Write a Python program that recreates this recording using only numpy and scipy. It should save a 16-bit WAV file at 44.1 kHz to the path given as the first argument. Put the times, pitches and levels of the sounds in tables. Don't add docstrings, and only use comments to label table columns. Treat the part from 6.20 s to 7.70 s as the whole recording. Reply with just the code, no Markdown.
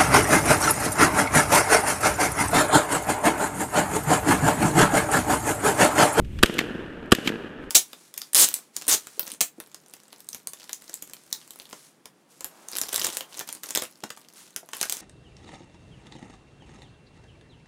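import sys
import numpy as np
from scipy import signal
from scipy.io import wavfile

SR = 44100
rng = np.random.default_rng(int(sys.argv[2]) if len(sys.argv) > 2 else 0)


def to_wav(s):
    ch = np.atleast_2d(s).T
    pcm = np.round(np.clip(ch, -1, 1) * 32767)
    wavfile.write(sys.argv[1], SR, pcm.astype(np.int16))


N = 66150

# t/s, rumble/dB, rustle/dB
WIND_LEVELS = [(0, -28, -63.5), (.09, -36.5, -57), (.17, -31, -53.5), (.225, -34.5, -52.5),
               (0.269, -53, -67), (.37, -50, -66.5), (.47, -43.5, -60), (.78, -48.5, -65), (.88, -46, -64),
               (.99, -62.5, -63), (1.28, -51, -66), (1.38, -50.5, -70.5), (1.439, -44.5, -59),
               (1.5, -49.5, -71)]
# f/Hz, level/dB
RUMBLE_TONE = [(15, -3), (40, 0.5), (120, -4), (220, -12), (400, -19), (700, -37.5), (1500, -58.5)]
# f/Hz, level/dB
RUSTLE_TONE = [(300, -4), (1000, 0.5), (2900, 3), (4800, -11.5), (8500, -10), (12000, -18), (15500, -27)]
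# t/s, level/dB, fall/s, tilt/(dB per octave), relative thud/dB
GUN_KNOCKS = [(0.0473, -48.5, 0.0065, -0.5, -34), (0.1882, -34.5, .005, -2, -5.5),
              (.259, -21.5, 0.0035, 3, -10.5), (0.3397, -34.5, .004, 5.5, -11),
              (0.3831, -23, 0.0042, 0.5, -1.5), (0.3895, -12, 0.003, -1, -7),
              (0.4034, -28.5, 0.0085, -2, -26), (.8588, -56, .002, 4.5, -19),
              (.9110, -39, 0.0043, 6, -19.5), (0.9495, -22.5, 0.0027, 6, -7), (1.059, -40.5, .004, -3, 19),
              (1.0741, -14.5, 0.0051, -1.5, -1.5), (1.0902, -25.5, .004, -1.5, -4)]
# f/Hz, level/dB
STEEL_TONE = [(200, -18), (750, -16), (1100, -9.5), (1700, -0.5), (2300, -2.5), (3000, -1), (4000, -8.5),
              (5500, -14), (7500, -15.5), (10000, -22.5), (13000, -21), (15500, -35)]
# end/s, length/s, level/dB
BOLT_SLIDES = [(0.377, 0.027, -43.5), (1.073, .03, -34.5)]
# crack t/s, crack/dB, blast t/s, blast/dB, push/dB, roar/dB, housing/dB, tail/dB
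GUNSHOTS = [(0.2284, -8.5, .2328, 0.5, -11.5, -4, -7.5, 0), (.9190, -6.5, .9229, 2, -28, -8.5, -9.5, -3)]
# f/Hz, level/dB
CRACK_TONE = [(100, -9.5), (700, -11.5), (1300, 5), (2100, -10), (3000, -1), (4500, -7.5), (6200, -18),
              (8000, -9), (12000, -17.5), (15500, -33.5)]
# f/Hz, level/dB
ROAR_TONE = [(100, -11.5), (450, -8.5), (680, -14.5), (980, -13.5), (1190, -0.5), (1650, -1), (2050, -10),
             (3200, -1), (4500, -10), (6200, -14), (8000, -12.5), (12000, -17), (15500, -29.5)]
# f/Hz, level/dB, t60/s
HOUSING_NOTES = [(460, -14.5, 0.022), (1184, -2.5, .024), (1645, -5.5, 0.033), (2670, -10.5, 0.022),
                 (3250, -7, .018), (4583, -29, .018), (7190, -12, .018)]
# f/Hz, level/dB, t60/s
STEEL_NOTES = [(2840, -49, .6), (3020, -43.5, .6), (8400, -55, .5)]
# f/Hz, level/dB, t60/s
NEAR_TREES_TONE = [(100, -18, .8), (350, 11, .9), (800, -10.5, .8), (1600, 2, 0.58), (2200, -5, .7),
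                   (2950, 1.5, 0.81), (4220, -11, 0.87), (8500, -14, 0.76), (13000, -20, 0.82),
                   (15500, -34.5, .35)]
# f/Hz, level/dB, t60/s
FAR_TREES_TONE = [(40, -22.5, 1.7), (110, -7.5, 7.7), (240, 1.5, 5.8), (450, 1.5, 2.33), (720, -14.5, 6.8),
                  (1050, -16, 5.7), (1713, -6.5, 4.07), (2100, -20, 4.3), (2900, -9, 2.01),
                  (4420, -30, 2.4), (9000, -43, 1.5), (15000, -60.5, 1.4)]
# t/s, level/dB, relative bark noise/dB
TRUNK_ECHOES = [(0.2963, -17, -9.5), (0.3507, -25, -18), (0.3684, -32.5, 1.5), (0.413, -19.5, -10.5),
                (.4400, -26, -8.5), (.4670, -33, -9), (.5060, -25.5, -15), (0.549, -24, -28),
                (0.5547, -20, -19.5), (0.5913, -29.5, -13), (0.827, -27, -14.5), (0.9854, -20.5, -5.5),
                (1.1010, -17.5, -19), (1.1210, -25, -8), (1.1302, -27, -12), (1.1390, -20, -15),
                (1.1560, -21.5, -11.5), (1.2076, -28, -18), (1.2445, -24, -18), (1.4380, -29.5, -11)]
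# f/Hz, level/dB
BARK_TONE = [(100, -6.5), (450, 7.5), (900, -0.5), (1600, 1.5), (3000, -5.5), (5000, -20), (9000, -45),
             (15000, -64)]


def amp(db):
    return 10 ** (np.asarray(db) / 20)


def look_up(table, hz, column=1):
    columns = np.transpose(table)
    return np.interp(np.log(hz + 1), np.log(columns[0] + 1), columns[column])


def add(mix, start_s, sound):
    part = mix[max(round(start_s * SR), 0):][:len(sound)]
    part += sound[:len(part)]


def seconds(size=4096):
    return np.arange(size) / SR


def colour(sound, tone, tilt_db=0, size=4096):
    hz = abs(np.fft.fftfreq(size, 1 / SR))
    log_gain = np.log(amp(look_up(tone, hz) + tilt_db * np.log2(1 + hz / 1000)))
    response = np.exp(np.conj(signal.hilbert(log_gain)))
    taps = np.fft.ifft(response).real[:size // 2]
    return signal.fftconvolve(sound, taps / np.linalg.norm(taps))[:len(sound)]


def burst(rise_s, hold_s, fall_s):
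    t = seconds()
    loudness = np.minimum(t / rise_s, 1) * np.exp(-np.maximum(t - hold_s, 0) / fall_s)
    return rng.choice([-1., 1.], len(t)) * loudness


def thump(low_hz, high_hz, jump_s=0.0012):
    age = seconds() / jump_s
    band = signal.butter(2, [low_hz, high_hz], "band", fs=SR, output="sos")
    wave = signal.sosfilt(band, (age - 1) * np.exp(-age))
    return wave / abs(wave).max()


def wind():
    out = np.zeros(N)
    times, rumble_db, rustle_db = np.transpose(WIND_LEVELS)
    for db, tone in [(rumble_db, RUMBLE_TONE), (rustle_db, RUSTLE_TONE)]:
        noise = colour(rng.standard_normal(2 * N), tone)[N:]
        out += amp(np.interp(seconds(N), times, db)) * noise
    return out


def moving_parts(rattle_db=-23.5, rattle_fall_s=0.029):
    out, t = np.zeros(N), seconds(size=8192)
    for end_s, length_s, db in BOLT_SLIDES:
        speed = t / length_s * (t < length_s)
        scrape = colour(np.sqrt(speed) * rng.standard_normal(len(t)), STEEL_TONE, tilt_db=1.5)
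        add(out, end_s - length_s, amp(db) * scrape)
    for start_s, db, fall_s, tilt_db, thud_db in GUN_KNOCKS:
        clack = colour(burst(rise_s=0.00025, hold_s=0.0012, fall_s=fall_s), STEEL_TONE, tilt_db)
        thud = amp(thud_db) * thump(low_hz=190, high_hz=360)
        add(out, start_s, amp(db) * (clack + thud))
        rattle = rng.standard_normal(len(t)) * np.exp(-t / rattle_fall_s)
        add(out, start_s, amp(db + rattle_db) * colour(rattle, STEEL_TONE, tilt_db=0.5))
    return out


def crack():
    return colour(burst(rise_s=0.0016, hold_s=0.002, fall_s=0.0028), CRACK_TONE)


def shots(rise_s=0.0012, peak_s=0.0021, width_s=0.00128, push_s=0.0027,
          ground_delay_s=0.0078, ground_width_s=0.00077):
    out, t = np.zeros(N), seconds()
    blast_age = (t - peak_s) / width_s
    blast = (1 - 2 * blast_age ** 2) * np.exp(-blast_age ** 2)
    blast *= np.minimum(t / rise_s, 1)
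    push_age = t / push_s
    push = -push_age * (2 - push_age) * np.exp(1 - push_age)
    bounce_age = (t - peak_s) / ground_width_s
    bounce = 2 * bounce_age * np.exp(-bounce_age ** 2)
    for crack_s, crack_db, blast_s, blast_db, push_db, roar_db, housing_db, _ in GUNSHOTS:
        add(out, crack_s, amp(crack_db) * crack())
        add(out, crack_s - 0.0016, amp(crack_db - 18) * crack())
        roar = colour(burst(rise_s, hold_s=0.0031, fall_s=0.0013), ROAR_TONE)
        add(out, blast_s, amp(blast_db) * blast + amp(push_db) * push + amp(roar_db) * roar)
        add(out, blast_s, amp(housing_db) * housing_ring())
        add(out, blast_s + ground_delay_s, amp(-26.5) * roar + amp(-9) * bounce)
    return out


def housing_ring():
    t = seconds()
    return sum(amp(db - 60 * t / t60) * np.sin(2 * np.pi * hz * t) for hz, db, t60 in HOUSING_NOTES)


def steel_ring(spread_hz=90):
    out, t = np.zeros(N), seconds(N)
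    for _, _, blast_s, *_ in GUNSHOTS:
        for hz, db, t60 in STEEL_NOTES:
            offset, phase = rng.uniform(-0.83, 1, (2, 4, 1))
            notes = np.sin(2 * np.pi * ((hz + spread_hz * offset) * t + phase))
            add(out, blast_s, amp(db - 60 * t / t60) * notes.sum(0) / 2)
    return out


def tree_echoes(tone, rise_s, echoes_per_s, spread_db=1.5):
    echoes = rng.choice([-1., 1.], N) * (rng.random(N) < echoes_per_s / SR)
    echoes *= amp(spread_db * np.clip(rng.standard_normal(N), -2, 2))
    hz, t, spectrum = signal.stft(colour(echoes / echoes.std(), tone), SR, nperseg=256)
    t60 = look_up(tone, hz, column=2)[:, None]
    tail = signal.istft(spectrum * amp(-60 * t / t60), SR)[1][:N]
    return tail * np.minimum(seconds(N) / rise_s, 1)


def woods():
    out = np.zeros(N)
    for _, _, blast_s, *_, tail_db in GUNSHOTS:
        near = amp(-32) * tree_echoes(NEAR_TREES_TONE, rise_s=0.0057, echoes_per_s=16000)
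        far = amp(-31.5) * tree_echoes(FAR_TREES_TONE, rise_s=0.15, echoes_per_s=1500)
        add(out, blast_s, amp(tail_db) * (near + far))
    return out


def trunks():
    out = np.zeros(N)
    for start_s, db, bark_db in TRUNK_ECHOES:
        bark = colour(burst(rise_s=0.0005, hold_s=0.0014, fall_s=0.0031), BARK_TONE)
        add(out, start_s, amp(db) * (amp(bark_db) * bark - thump(low_hz=189, high_hz=481)))
    return out


def scene():
    return (shots() + moving_parts() + steel_ring() + trunks() + woods() + wind())[None]


def record(dry, ceiling=0.98, hardness=5, cutoff_hz=15350):
    flattened = dry / (1 + abs(dry / ceiling) ** hardness) ** (1 / hardness)
    treble_cut = signal.firwin(255, cutoff_hz, window=("kaiser", 9), fs=SR)
    return signal.oaconvolve(flattened, treble_cut[None], "same")


dry = scene()
out = record(dry)
to_wav(out)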